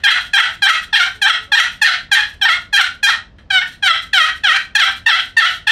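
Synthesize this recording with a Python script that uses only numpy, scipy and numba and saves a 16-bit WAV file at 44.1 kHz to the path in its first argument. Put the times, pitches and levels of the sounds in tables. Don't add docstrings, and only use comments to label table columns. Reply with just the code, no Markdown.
import sys
import numpy as np
from scipy import signal
from scipy.fft import rfft, irfft, next_fast_len
from scipy.io import wavfile
from scipy.ndimage import uniform_filter1d, minimum_filter1d, map_coordinates
from numba import njit

SR = 44100
rng = np.random.default_rng(int(sys.argv[2]) if len(sys.argv) > 2 else 0)


def log_audio(samples):
    frames = np.atleast_2d(samples).T
    limited = np.clip(frames, -1, 1)
    pcm = np.round(limited * 32767).astype(np.int16)
    wavfile.write(sys.argv[1], SR, pcm)


N = 251811

# start_s, catch_hz, clean_length_s, clean_hz, break_hz, break_raspiness (0-1), roll_length_s,
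# low_reached_s, low_hz, low_left_s, lift_hz, catch_force_db, low_force_db, ease_force_db,
# brightness_db, slide_back_db (all levels relative)
STROKES = [ (0.033, 890.6, 0.03, 793.7, 954.5, 0.77, 0.018, 0.084, 651, 0.099, 730, -8.5, 2, -11, 2, -42),
           (0.331, 868, 0.035, 782.2, 947, 0.58, .015, 0.071, 650.6, 0.084, 740, -3, 5.5, -9.5, 0.5, -43),
           (0.617, 855, 0.049, 782.6, 916, 0.74, 0.016, 0.083, 644.2, 0.098, 714, -11.5, 2.5, -8.5, 1, -41.5),
           (0.925, 899, 0.023, 788, 934, 0.5, 0.033, 0.079, 710, .099, 777.4, -8, -2.5, -11.5, 0, -42.5),
           (1.213, 878, 0.047, 779, 954.7, 0.54, 0.027, .089, 647, .101, 727.6, -14, 1.5, -14, 1.5, -47),
           (1.515, 900, 0.033, 803, 964, 0.47, .014, 0.085, 645, 0.11, 724, -10, 1.5, -14.5, 6.5, -47),
           (1.813, 916, 0.025, 824, 955.4, 0.71, .02, 0.075, 668.5, 0.091, 730.4, -2.5, 0, -15.5, 3, -51),
           (2.112, 868.4, 0.034, 779.5, 938, 0.64, 0.027, 0.096, 789.3, 0.087, 850.3, -2, -11, -13, 2, -46.5),
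           (2.410, 893.3, 0.038, 776.6, 942, 0.51, 0.023, 0.084, 654, 0.11, 725.7, -13.5, -2.5, -11, 3, -48),
           (2.724, 876, 0.04, 795.6, 919, 0.68, .02, .089, 686.4, 0.098, 751.3, -13, -0.5, -18, 7.5, -51.5),
           (3.026, 870, 0.038, 795.7, 945, 0.47, .015, 0.078, 648.3, 0.082, 620, -10, -6, -13, 4.5, -84),
           (3.499, 837, 0.022, 756.5, 765.7, 0.04, 0.034, 0.08, 722.8, 0.11, 921, -13.5, -3, -23, -27, -43),
           (3.821, 848, .049, 750, 712.5, 0.3, 0.022, .085, 648.5, .107, 781.5, -13.5, 3, -12, -9, -41),
           (4.128, 887, 0.038, 758.3, 741, 0.22, 0.023, 0.075, 633.3, 0.12, 766.4, -8.5, 1, -8, 0, -40),
           (4.432, 883.7, 0.025, 788.6, 757, 0.17, 0.022, 0.063, 626.6, 0.086, 781, -11, 1, -5.5, -29, -38.5),
           (4.748, 893.7, 0.022, 803.7, 916.7, 0.43, 0.037, 0.082, 653, 0.095, 791, -6, -2, -6.5, 1.5, -39),
           (5.059, 940.5, 0.016, 863, 963.4, .35, .025, 0.058, 660.4, 0.095, 764, -3, 0, -8.5, -2.5, -38.5),
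           (5.365, 942, .018, 871.6, 947, 0.34, 0.026, .056, 654.3, 0.083, 744, -0.5, 1.5, -3.5, -3, -39),
           (5.666, 938, 0.016, 808, 907, 0.38, 0.023, 0.065, 645, 0.12, 743, -12, -4, -6, 1, -45), ]
# centre_hz, width_hz, level_db (relative)
BOX = [(685, 334, -14), (1412, 454, 0), (1877, 203, 4.5), (2172, 128, -0.5), (2420, 794, -5),
       (3208, 193, 3.5), (4018, 295, -4.5), (5150, 370, -15), (5630, 475, -15.5), (7650, 244, -23),
       (8250, 330, -21), (11900, 2900, -33), (11400, 480, -31), (13960, 5800, -37)]

LIFT_S = 0.055
ATTACK_S = 0.0049
ENDS = [stroke[0] + stroke[9] + LIFT_S for stroke in STROKES]


def amp(db):
    return 10 ** (np.asarray(db) / 20)


def unit(x):
    return x / np.sqrt(np.mean(x ** 2) + 1e-20)


def along(points, hz):
    f, v = np.transpose(points)
    return np.interp(np.log(hz + 1), np.log(f + 1), v)


def wobble(rate):
    knots = rng.standard_normal(int(N * rate / SR) + 4)
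    return map_coordinates(knots, [np.arange(N) * rate / SR])


def filtered(x, response):
    m = next_fast_len(N + SR // 2)
    return irfft(rfft(x, m) * response(np.fft.rfftfreq(m, 1 / SR)), m)[..., :N]


def joined(rows):
    s, *cols = np.transpose(rows)
    s = np.maximum.accumulate(s)
    return [np.interp(np.arange(N) / SR, s, c) for c in cols]


def floor():
    # freq_hz, density_db (relative)
    rumble_shape = [(15, -43.5), (30, -4), (42, 0.5), (90, -1), (125, -8.5), (160, -8), (250, -11.5),
                    (400, -24.5), (700, -22.5), (1500, -76)]
    # freq_hz, density_db (relative)
    hiss_shape = [(400, 4), (1500, -4.5), (5000, -16), (15000, -58)]

    def noise(spectrum):
        return unit(filtered(rng.standard_normal(N), lambda hz: amp(along(spectrum, hz))))

    rumble = amp(-45.5 + 0.17 * wobble(2.7)) * noise(rumble_shape)
    return rumble + amp(-57.0) * noise(hiss_shape)


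def modes(f):
    # freq_hz, gain_db
    radiation = [(300, -10.5), (600, -5.5), (1000, 0.5), (1500, 2), (8000, -1), (15000, -10)]
    rows = []
    for k, (centre, width, db) in enumerate(BOX):
        damping = 1j * f * width
        rows.append((-1) ** k * amp(db) * damping / (centre * centre - f * f + damping))
    return np.array(rows) * amp(along(radiation, f))


def wood(f):
    return modes(f).sum(axis=0)


def previous_stroke():
    fade = amp(-44.0 - 230 * np.arange(N) / SR)
    return fade * unit(filtered(rng.standard_normal(N), wood))


def squeaks():
    # start_s, end_s, pitch_hz, level_db (peak of the fundamental)
    squeak_list = [(1.127, 1.24, 433.6, -51.5), (1.337, 1.494, 437, -50), (1.472, 1.541, 562.6, -47)]
    t, out = np.arange(N) / SR, np.zeros(N)
    for start, end, hz, db in squeak_list:
        swell = np.sin(np.pi * np.clip((t - start) / (end - start), 0, 1))
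        tone = np.sin(2 * np.pi * hz * t) + 0.33 * np.sin(4 * np.pi * hz * t)
        out += amp(db) * swell * tone
    return out


def taps():
    # start_s, level_db (relative)
    knocks = [(3.3833, -43)]
    out, t = np.zeros(N), np.arange(SR // 20) / SR
    for s, db in knocks:
        burst = amp(db + 7.0 - 60 * t / 0.18) * rng.standard_normal(len(t))
        out[round(s * SR):][:len(t)] += burst
    return filtered(out, wood)


def slide_back():
    t, level = np.arange(N) / SR, np.zeros(N)
    for (*_, db), end in zip(STROKES, ENDS):
        level += amp(db) * np.sin(np.pi * np.clip((t - end + 0.024) / 0.13, 0, 1))
    brush = filtered(rng.standard_normal(N), lambda f: wood(f) * f / 3000)
    return level * amp(5.0 * wobble(58)) * unit(brush)


def push():
    attack_db, lift_db = 36, 12.5
    ease_s = 0.051
    bloom_s, dull_db, bloom_db = 0.02, 12, 8
    rows = []
    for stroke, end in zip(STROKES, ENDS):
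        start, *_, low_s, _, _, _, catch_db, low_db, ease_db, bright_db, _ = stroke
        rows += [
            (start, catch_db - attack_db, bright_db - dull_db),
            (start + ATTACK_S, catch_db, bright_db - dull_db / 2),
            (start + bloom_s, catch_db + 1.5, bright_db + bloom_db),
            (start + low_s, low_db, bright_db),
            (end - ease_s, ease_db, bright_db),
            (end, ease_db - lift_db, bright_db)]
    return joined(rows)


def slip_rate():
    settle_s, settle_left = 0.016, 0.08
    glide = 0.8
    jump_s, sag = 0.008, 0.12
    break_begins, break_lands = 0.2, 0.6
    dip = 0.025
    rise_s = 0.016
    catch_rasp, clean_rasp, rise_rasp, lift_rasp = 0.12, 0.03, 0.25, 0.6
    low_rasp, low_end_rasp = 0.08, 0.12
    rows = []
    for start, catch, clean_s, clean, high, rasp, roll_s, low_s, low, left_s, lift, *_ in STROKES:
        settled = clean + settle_left * (catch - clean) + glide * max(clean - high, 0)
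        rows += [
            (start + ATTACK_S / 2, catch, catch_rasp),
            (start + min(settle_s, 0.8 * clean_s), settled, clean_rasp),
            (start + clean_s, clean, break_begins * rasp),
            (start + clean_s + jump_s, high, break_lands * rasp),
            (start + low_s - roll_s, high * (1 - sag * rasp), rasp),
            (start + low_s, low * (1 + dip), low_rasp),
            (start + (low_s + left_s) / 2, low * (1 - dip), low_rasp),
            (start + left_s, low * (1 + dip), low_end_rasp),
            (start + left_s + rise_s, lift, rise_rasp),
            (start + left_s + LIFT_S, lift, lift_rasp)]
    return joined(rows)


def slip_pulses(turns, hz, rasp):
    count = np.arange(1, int(turns[-1]))
    at = np.interp(count, turns, np.arange(N))
    chance = rng.standard_normal((6000, 2))[:len(at)]
    here = at.astype(int)
    shift = 0.085 * rasp[here] * chance[:, 0]
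    at = np.clip(at + shift * SR / hz[here], 0, N - 1)
    size = amp((0.4 + 4 * rasp[here]) * chance[:, 1]) * np.sqrt(SR / hz[here])
    spots = at.astype(int)[:, None] + np.arange(-7, 9)
    gap = spots - at[:, None]
    pulses = size[:, None] * np.sinc(gap) * np.cos(np.pi * gap / 16) ** 2
    return np.bincount(np.clip(spots, 0, N - 1).ravel(), pulses.ravel(), N)


def lid():
    t = np.arange(N) / SR
    hz, rasp = slip_rate()
    hz = uniform_filter1d(hz, size=max(round(0.008 * SR), 1))
    rasp = np.clip(rasp, 0, 1)
    force_db, bright_db = push()
    touching = sum((t >= stroke[0]) & (t <= end) for stroke, end in zip(STROKES, ENDS))

    turns = np.cumsum(hz * (1 + 0.035 * rasp * wobble(150) + 0.003 * wobble(60))) / SR
    slips = slip_pulses(turns, hz, rasp)
    gate = np.exp(-3 * (turns % 1))
    scrape = unit(gate * rng.standard_normal(N))
    scrape_share = np.clip(0.002 + 0.22 * rasp ** 2, 0, 0.6)
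    rub = np.sqrt(1 - scrape_share) * slips + np.sqrt(scrape_share) * scrape
    judder_db = (0.9 + 5.5 * rasp) * wobble(80)
    rub *= amp(force_db + judder_db) * touching

    edge = filtered(rub, lambda f: 1j * f / (5000 + 1j * f))
    spurts_db = 2.5 * wobble(40)
    sharp = amp(bright_db - 37.0 * rasp + spurts_db)
    drive = rub + (sharp - 1) * edge

    contact = np.array([wobble(45) for _ in BOX])
    feed_db = (1.6 + 2 * rasp) * contact
    feed_db[0] -= 14 * rasp
    sound = np.sum(amp(feed_db) * filtered(drive, modes), axis=0)
    box_power = np.mean(np.abs(wood(np.linspace(1, SR / 2, 2000))) ** 2)
    return sound / np.sqrt(box_power)


def early_echoes(x):
    # delay_ms, gain_db
    echoes = [(.9, -17), (2.3, -20.5), (3.7, -8), (6.1, -9), (9.4, -14.5)]

    def response(f):
        return sum(amp(db) * np.exp(-2j * np.pi * f * ms / 1000) for ms, db in echoes)

    return filtered(x, response)


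def room(x):
    # freq_hz, t60_s
    decay = [(500, 0.32), (1500, 0.24), (4000, .24), (8000, 0.22), (14000, 0.14)]
    out = np.zeros(N + SR)
    edges = [0] + [round(end * SR) + 400 for end in ENDS]
    for a, b in zip(edges, edges[1:]):
        hz, t, z = signal.stft(rng.standard_normal(SR // 2), SR, nperseg=256)
        fade = amp(-60 * t / along(decay, hz)[:, None])
        tail = signal.istft(z * fade, SR, nperseg=256)[1]
        tail *= 1 - np.exp(-(np.arange(len(tail)) / (SR * 0.014)) ** 2)
        wet = signal.fftconvolve(x[a:b], tail / np.linalg.norm(tail))
        out[a:a + len(wet)] += wet
    return filtered(out[:N], lambda f: 1j * f / (900 + 1j * f))


def scene():
    call = lid() + taps() + slide_back()
    background = previous_stroke() + squeaks() + floor()
    return (call + early_echoes(call) + amp(-8) * room(call) + background)[None]


@njit
def follow(power, rise, fall):
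    out, level = np.empty_like(power), 0.
    for i in range(len(power)):
        level += (rise if power[i] > level else fall) * (power[i] - level)
        out[i] = level
    return out


def record(dry):
    ceiling, top_hz = 0.92, 15700
    need = np.minimum(1, ceiling / (np.abs(dry[0]) + 1e-9))
    need = uniform_filter1d(minimum_filter1d(need, size=177), size=89)
    need_db = -20 * np.log10(np.abs(need) + 1e-9)
    cut_db = follow(need_db, 1 / (SR * 0.00011), 1 / (SR * 0.027))
    x = filtered(dry * amp(-cut_db), lambda hz: 1 / (1 + (hz / top_hz) ** 300))
    return np.clip(x, -1, 1)


dry = scene()
out = record(dry)
log_audio(out)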